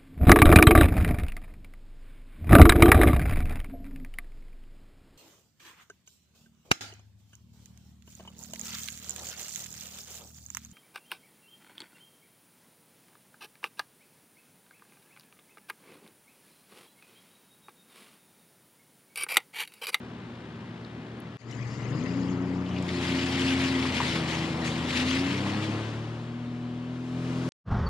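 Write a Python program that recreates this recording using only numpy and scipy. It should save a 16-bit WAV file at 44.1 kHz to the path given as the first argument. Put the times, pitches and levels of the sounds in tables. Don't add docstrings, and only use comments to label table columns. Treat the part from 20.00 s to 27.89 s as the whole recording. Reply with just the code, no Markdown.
import sys
import numpy as np
from scipy import signal
from scipy.fft import rfft, irfft
from scipy.io import wavfile

SR = 44100
rng = np.random.default_rng(int(sys.argv[2]) if len(sys.argv) > 2 else 0)


def dump_mix(stems):
    frames = np.atleast_2d(stems).T
    limited = np.clip(frames, -1, 1)
    pcm = np.round(limited * 32767).astype(np.int16)
    wavfile.write(sys.argv[1], SR, pcm)


N = 347949
TIME = np.arange(N) / SR
FIRST_CUT_S, SECOND_CUT_S = 1.371, 7.49

# time in seconds, level in dB before the wash's own small boost.
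WASH_LEVEL = [(1.45, -53), (1.6, -50.5), (1.95, -46), (2.25, -44.5), (2.7, -45), (3.0, -42), (3.45, -39.5),
              (4.0, -39.5), (4.6, -40), (5.5, -40.5), (5.75, -42), (6.02, -47.5), (6.35, -52), (6.8, -52.5),
              (7.05, -52.5), (7.3, -46), (7.47, -46.5)]


def amp(db):
    return 10 ** (np.asarray(db) / 20)


def unit(x):
    return x / np.sqrt(np.mean(x ** 2) + 1e-20)


def curve(rows):
    return np.interp(TIME, *np.transpose(rows))


def read(points, hz):
    table_hz, value = np.transpose(points)
    return np.interp(np.log(hz + 1), np.log(table_hz), value)


def ramp(start, length):
    return np.clip((TIME - start) / length, 0, 1)


def wander(hz):
    knots = np.arange(0, N / SR + 1, 1 / 400)
    spectrum = rfft(rng.standard_normal(len(knots)))
    spectrum /= 1 + (np.fft.rfftfreq(len(knots), knots[1]) / hz) ** 4
    return np.interp(TIME, knots, unit(irfft(spectrum, len(knots))))


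def pan(db):
    return amp([[db / 2], [-db / 2]])


def ring(drive, hz, width):
    b, a = signal.iirpeak(hz, hz / width, fs=SR)
    once = signal.lfilter(b, a, drive)
    return unit(signal.lfilter(b, a, once))


def hiss():
    return rng.standard_normal((2, N))


def patter(per_s, spread_db):
    size = amp(spread_db * np.minimum(rng.exponential(1, (2, N)), 4))
    return unit(size * np.sign(hiss()) * (rng.random((2, N)) < per_s / SR))


def colour(drive, tone, patchy_db, size=1024):
    # frequency in Hz, likeness of the two channels from 0 to 1.
    likeness = [(60, .995), (280, .98), (500, .9), (900, .65), (1600, .72), (2000, .87), (2600, .88),
                (4000, .55), (7500, .2)]
    # frequency in Hz, left minus right in dB.
    balance = [(60, .4), (300, 1.7), (1600, 4.4), (2100, 3.6), (2600, 4.5), (3000, 8), (5400, -1),
               (7300, 7), (8500, 1), (13000, -4)]
    # frequency in Hz, phase by which left leads in radians.
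    left_lead = [(400, -.1), (900, -.55), (1600, -.65), (1850, -1.45), (2650, -1.45), (2900, -.8),
                 (10500, 2.5)]
    hz, _, (first, second) = signal.stft(drive, SR, nperseg=size)
    hz = hz[:, None]
    same = np.clip(read(likeness, hz), 0, 1)
    left = first * np.exp(1j * read(left_lead, hz))
    right = same * first + np.sqrt(1 - same ** 2) * second
    blur = np.outer(np.hanning(13), np.hanning(9))
    patches = unit(signal.fftconvolve(rng.standard_normal(first.shape), blur, "same"))
    side = amp(read(balance, hz) / 2)
    shaped = np.array([left * side, right / side]) * amp(read(tone, hz) + patchy_db * patches)
    out = signal.istft(shaped, SR, nperseg=size)[1][:, :N]
    return out / np.std(out.mean(0))


def order(turns, k, rough):
    size = 1 + rough * wander(12.0)
    sway = rough * wander(13.0)
    return np.sqrt(2) * size * np.cos(2 * np.pi * (k * turns + rng.random()) + sway)


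def throb(turns, depth):
    firings = np.cos(2 * np.pi * 3 * turns)
    strong_one = .5 * np.cos(2 * np.pi * turns)
    return unit(np.exp(depth * (firings + strong_one)))


def bubbles(per_s, low_hz, high_hz, cycles, spread_db):
    when, pitch, size, place = rng.random((int(per_s * N / SR), 4)).T[:, :, None]
    hz = low_hz * (high_hz / low_hz) ** pitch
    age = hz * np.arange(512) / SR / cycles
    level = amp(-spread_db * np.log(size + 0.0084))
    ping = level * np.exp(-age) * np.sin(2 * np.pi * cycles * age * (1 + 0.01 * age))
    at = ((when * N).astype(int) + np.arange(512)).ravel()
    shares = np.sqrt(place), 0.46 * np.sqrt(1 - place)
    return unit(np.array([np.bincount(at, (ping * share).ravel(), N)[:N] for share in shares]))


def gust():
    # time in seconds, level of the rumble in dB.
    rumble_level = [(7.64, -76), (7.665, -43.5), (7.7, -30.5), (7.745, -25), (7.89, -26)]
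    # frequency in Hz, relative strength in dB per Hz.
    rumble_tone = [(22, -21), (45, -4), (65, -4.5), (90, 1), (130, -2.5), (210, -7), (280, -22), (750, -21),
                   (1150, -20), (1800, -30.2), (2600, -40.5), (5500, -48), (11000, -71.5)]
    buffeted = hiss() * amp(1.1 * wander(37))
    rumble = amp(curve(rumble_level)) * colour(buffeted, rumble_tone, patchy_db=1.3, size=2048).mean(0)
    pitch = curve([(7.86, 4600), (7.885, 4370)])
    bump = np.exp(-((TIME - 7.872) / 0.008) ** 2)
    chirp = amp(-40.0) * bump * np.sin(2 * np.pi * np.cumsum(pitch) / SR)
    return (rumble + chirp) * ramp(7.64, 0.022)


def tick():
    # time in seconds, peak in dB, pitch in Hz.
    tick_rows = [(7.4877, -29.5, 2500), (7.521, -40, 4524)]
    return sum(amp(db) * np.exp(-((TIME - s) / .0001) ** 2) * np.cos(2 * np.pi * hz * (TIME - s))
               for s, db, hz in tick_rows)


def craft_ahead():
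    # time in seconds, base pitch in Hz (the drone sounds at 0.98 of it), level in dB.
    craft_rows = [(1.42, 120, -46), (1.6, 121.1, -37), (2.15, 123.2, -39), (2.8, 127, -42),
                  (3.55, 130.5, -40), (4.5, 131, -43), (5.5, 131.6, -45), (6.0, 132, -65)]
    pitch, level = (curve(np.array(craft_rows)[:, [0, k]]) for k in (1, 2))
    return amp(level) * order(np.cumsum(pitch) / SR, 0.98, rough=0.17) * pan(1.4)


def side_fizz():
    # time in seconds, level of the foam in dB before its fizz and pops are mixed.
    foam_level = [(1.4, -46), (1.47, -62), (1.51, -52.5), (1.75, -49.5), (1.83, -50.5), (1.95, -51.5),
                  (2.08, -48.5), (2.22, -49.5), (2.38, -54.5), (2.7, -54.5), (2.95, -59), (3.2, -90)]
    # frequency in Hz, relative strength in dB per Hz.
    foam_tone = [(1500, -1), (2000, 11), (2400, 1.5), (2750, 0), (3250, -7.5), (3700, -8), (5000, 3),
                 (5550, -6.5), (7250, -4.5), (8100, -18), (9500, -26.5), (10150, -15), (11000, -34.5),
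                 (14000, -40)]
    drive = hiss() + 0.56 * patter(1500, spread_db=3.0)
    fizz = colour(drive, foam_tone, patchy_db=4.0, size=512)
    pops = bubbles(per_s=350, low_hz=1740, high_hz=7000, cycles=18, spread_db=4.0)
    return amp(curve(foam_level)) * (amp(-2.5) * fizz + amp(-8) * pops) * pan(5.5)


def drops():
    # start in seconds, level in dB, pitch in Hz, decay in seconds.
    drop_rows = [(.848, -48, 3970, 0.004), (1.203, -50, 10200, 0.0015), (1.511, -45, 5770, 0.0053),
                 (1.7, -53, 4900, 0.05), (1.796, -41, 1210, 0.0083), (1.83, -47, 2130, 0.025),
                 (2.232, -45, 4252, 0.0029), (2.66, -47, 2800, 0.035), (2.71, -45.5, 2860, 0.045),
                 (2.764, -41, 2670, 0.023), (2.785, -38.5, 3900, 0.0028), (2.825, -41, 7000, 0.0011),
                 (2.891, -29, 3500, 0.0014), (3.507, -23, 3500, 0.00099), (3.616, -18, 1880, 0.00091),
                 (3.852, -30.5, 1110, 0.0057), (4.003, -28, 1000, 0.015), (4.16, -38, 1070, 0.013),
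                 (4.663, -44, 7000, 0.037), (4.907, -28, 2398, 0.0021), (5.46, -38.5, 930, 0.03)]
    out, t = np.zeros(N), np.arange(4096) / SR
    for s, db, hz, decay in drop_rows:
        burst = ring(rng.standard_normal(2 * len(t)), hz, width=0.29 * hz)[len(t):]
        envelope = np.exp(-t / decay) * (1 - np.exp(-t / 0.00012))
        out[round(s * SR):][:len(t)] += amp(db) * burst * envelope
    return out * pan(3.2)


def spray_level():
    # start in seconds, hold in seconds, level in dB.
    splash_rows = [(2.856, 0.29, -46.5), (3.007, 0.19, -38), (3.24, 0.1, -38), (3.365, 0.14, -34.5),
                   (3.57, 0.093, -35), (3.72, 0.2, -40), (3.92, 0.21, -35), (4.262, 0.061, -37),
                   (4.398, 0.031, -41.5), (4.631, 0.017, -37), (4.873, 0.04, -35.5), (4.94, 0.036, -31),
                   (5.046, 0.11, -34), (5.23, 0.09, -39.5), (5.444, 0.012, -40), (5.6, 0.018, -41.5)]
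    # middle in seconds, half length in seconds, change in dB.
    lull_rows = [(4.558, 0.066, -4), (4.778, 0.09, -0.5)]
    steady_db, at_wash_db, per_wash = -42.5, -42, 1.155
    attack_s, fall_s = 0.028, 0.045
    early_db = -14 * (1 - ramp(2.615, 0.29))
    power = amp(steady_db + early_db + per_wash * (curve(WASH_LEVEL) - at_wash_db)) ** 2
    for s, hold, db in splash_rows:
        falling = np.maximum(TIME - s - attack_s - hold, 0)
        power = power + (amp(db) * ramp(s, attack_s) * np.exp(-falling / fall_s)) ** 2
    lull_db = sum(db * np.exp(-((TIME - s) / half) ** 2) for s, half, db in lull_rows)
    return np.sqrt(power) * amp(lull_db)


def spray(planing):
    # frequency in Hz, relative strength in dB per Hz.
    sheet_tone = [(600, -17), (1400, -5), (2000, 3.5), (3000, 0.5), (4700, -4.5), (6200, -11.5),
                  (7500, -14), (8400, -16.5), (10200, -20.5), (11200, -32.5), (12500, -28), (14000, -51)]
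    mist_tone = [(500, -9.5), (1000, 0.5), (2800, -2), (4300, -7.5), (6200, -15), (9500, -24),
                 (14000, -47.5)]
    fine_tone = [(2000, -11), (5000, 4), (9500, -7), (14000, -23)]
    mist_patchy_db = .9
    drive = (hiss() + patter(1800, spread_db=1.0)) * amp(0.9 * wander(54))
    sheets = colour(drive, sheet_tone, patchy_db=1.6, size=512)
    pings = bubbles(per_s=370, low_hz=1838, high_hz=5010, cycles=16, spread_db=3.6)
    mist = colour(hiss(), mist_tone, patchy_db=mist_patchy_db)
    fine = amp(-54.48) * ramp(6.55, 1) ** 2 * colour(hiss(), fine_tone, patchy_db=mist_patchy_db)
    splashing = amp(-0.14) * sheets + amp(-9.5) * pings
    return spray_level() * (np.sqrt(1 - planing) * splashing + np.sqrt(planing) * mist) + fine


def swell():
    # middle in seconds, half length in seconds, depth from 0 to 1.
    swell_rows = [(3.572, 0.31, 0.8), (5.084, 0.21, 0.8)]
    return sum(depth * np.exp(-((TIME - s) / half) ** 2) for s, half, depth in swell_rows)


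def water(turns):
    # time in seconds, level in dB outside the swells.
    burble_level = [(1.42, -48), (1.55, -44.5), (1.78, -41.5), (1.95, -35.5), (2.2, -36), (2.4, -38.5),
                    (2.7, -39), (5.0, -37.5), (5.75, -37), (6.2, -47.5), (7.05, -47.5), (7.48, -40)]
    # frequency in Hz, relative strength in dB per Hz.
    burble_tone = [(40, -45), (62, -16), (85, -2.5), (130, -1), (210, 5.5), (280, 3.5), (400, -1),
                   (600, -13.5), (1200, -70)]
    wash_tone = [(200, -19.5), (430, 1), (800, -1), (1100, -1), (1600, -8), (3000, -14.5), (6000, -42.5),
                 (13000, -52.5)]
    smother_db, wash_boost_db = -1.5, 0.58
    burble = colour(hiss() * throb(turns, depth=0.22), burble_tone, patchy_db=0.86, size=2048)
    wash = colour(hiss() * throb(turns, depth=0.06), wash_tone, patchy_db=1.0)
    burble = amp(curve(burble_level) + smother_db * swell()) * burble
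    return burble + amp(curve(WASH_LEVEL) + wash_boost_db) * wash


def idle():
    # order (times per engine cycle), relative level in dB.
    idle_orders = [(4, -9), (6, 3), (8, -1.5), (9, -5), (10, -3), (12, 1), (13, -5.5), (15, -12), (18, -9),
                   (20, -10.5)]
    # frequency in Hz, relative strength in dB per Hz.
    puff_tone = [(29, -49), (50, -25), (109, -5), (148, -9.5), (237, -4), (260, -10.5), (293, -6.5),
                 (398, -11), (580, -17), (1840, -21.5), (3910, -30.5), (6720, -44), (10300, -53),
                 (14000, -68)]
    cycles_per_s = 19.65 * (1 + 0.0034 * wander(3.1))
    turns = np.cumsum(cycles_per_s) / SR
    hum = unit(sum(amp(db) * order(turns, k, rough=0.23) for k, db in idle_orders))
    puffs = colour(hiss() * throb(turns, depth=0.13), puff_tone, patchy_db=0.55, size=2048)
    return amp(-43.5) * hum * pan(1.2) + amp(-44.0) * puffs


def hull(hz):
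    # centre in Hz, width in Hz, peak gain in dB.
    mode_rows = [(86, 12, -42), (109.7, 29.5, -36), (122.4, 20, -41.5), (149.7, 10, -38.5),
                 (163.9, 9, -40.5), (180.4, 10, -39.5), (195, 27, -36.5), (243.5, 11.4, -39),
                 (260.3, 22.3, -33.5), (275, 37, -38), (308.3, 45, -34), (352.9, 23, -37.5), (731, 35, -54)]
    return np.sqrt(sum((amp(db) / (1 + (2 * (hz - centre) / width) ** 2)) ** 2
                       for centre, width, db in mode_rows))


def engine(speed, turns, planing):
    # order, level in dB, then dB gained with the throttle shut, in a swell and on the plane,
    # and dB per dB of load on the plane.
    firing_orders = [(3, 0, -7, 2, -0.5, 0.93), (6, 3, 0, -9, -2, 0.13), (9, 1, -2.5, 3.5, -5, 0.2),
                     (12, -2.5, -15, 1, 4, 2.5), (18, -5, -4, 1.5, 3.5, 1.5)]
    # order, dB while ploughing, dB on the plane, both before the load is added.
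    weak_orders = [(2, -67.5, -55), (4, -48, -42.5), (5, -42.5, -58), (7, -46, -57.5), (8, -46.5, -50.5),
                   (10, -51.5, -56), (11, -52.5, -61.5), (14, -62, -59), (15, -66, -58.5), (20, -52, -77)]
    # time in seconds, load in dB.
    load_rows = [(1.4, -21), (1.8, -7), (1.9, -1.5), (2.1, -3), (2.6, -5.5), (3.4, 1), (4.5, -3), (5.5, 4),
                 (6.4, -2.5), (7.08, -1), (7.2, 5), (7.35, 5.5)]
    # time in seconds, extra level in dB.
    ninth_rows = [(1.95, -7.5), (2.03, 6), (2.12, -1.5), (2.18, 8), (2.29, -0.5), (2.6, -0.5), (2.71, -10),
                  (2.78, 2.5), (2.83, -10), (2.97, 1), (3.05, -7.5), (3.15, 2.5), (3.3, -1.5), (3.5, 3),
                  (4.2, -3), (4.43, -10), (4.62, 1), (4.72, -2.5), (4.9, -1), (5.03, 3), (5.12, -0.5),
                  (5.25, 5.5), (5.45, -2), (5.8, -0.5), (6.3, -11), (7.2, -0.5)]
    rough = .14 * (1 - planing) + .055 * planing
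    shut = 1 - ramp(2.12, 0.2)
    deep, load = swell(), curve(load_rows)
    firing = 0
    for k, db, shut_db, swell_db, plane_db, per_load in firing_orders:
        level_db = db + shut_db * shut + swell_db * deep + (plane_db + per_load * load) * planing
        if k == 9:
            level_db = level_db + curve(ninth_rows)
        firing = firing + hull(k * speed) * amp(level_db) * order(turns, k, .9 * rough)
    weak = sum(amp(low + (high - low) * np.sqrt(planing)) * order(turns, k, 1.9 * rough)
               for k, low, high in weak_orders)
    return (firing * ramp(FIRST_CUT_S, 0.22) ** 2 + amp(load) * weak) * pan(1.7)


def scene():
    # time in seconds, engine cycles per second.
    speed_rows = [(1.42, 22.6), (1.82, 22.9), (1.96, 25.0), (2.0, 27.2), (2.1, 29.8), (2.18, 30.3),
                  (2.4, 30.05), (2.76, 30.45), (3.0, 29.4), (3.73, 29.4), (4.21, 27.15), (4.66, 27.0),
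                  (5.05, 28.25), (5.2, 29.85), (5.44, 32.95), (5.76, 36.1), (6.25, 39.6), (6.38, 40.2),
                  (6.72, 40.7), (6.92, 41.5), (7.48, 42.35)]
    speed = curve(speed_rows)
    planing = ramp(5.144, 0.95)
    turns = np.cumsum(speed) / SR
    ride = engine(speed, turns, planing) + craft_ahead() + water(turns) + side_fizz() + spray(planing)
    ride = ride * pan(2.2) ** (1 - ramp(2.1, 0.98))
    ride *= ramp(FIRST_CUT_S, 0.093) ** 1.3 * (TIME < SECOND_CUT_S)
    return idle() * (TIME < FIRST_CUT_S) + ride + drops() + tick() + gust()


def record(dry):
    low_pass = signal.firwin(255, 14100, window=("kaiser", 9), fs=SR)
    return signal.oaconvolve(dry, low_pass[None], "same")


dry = scene()
out = record(dry)
dump_mix(out)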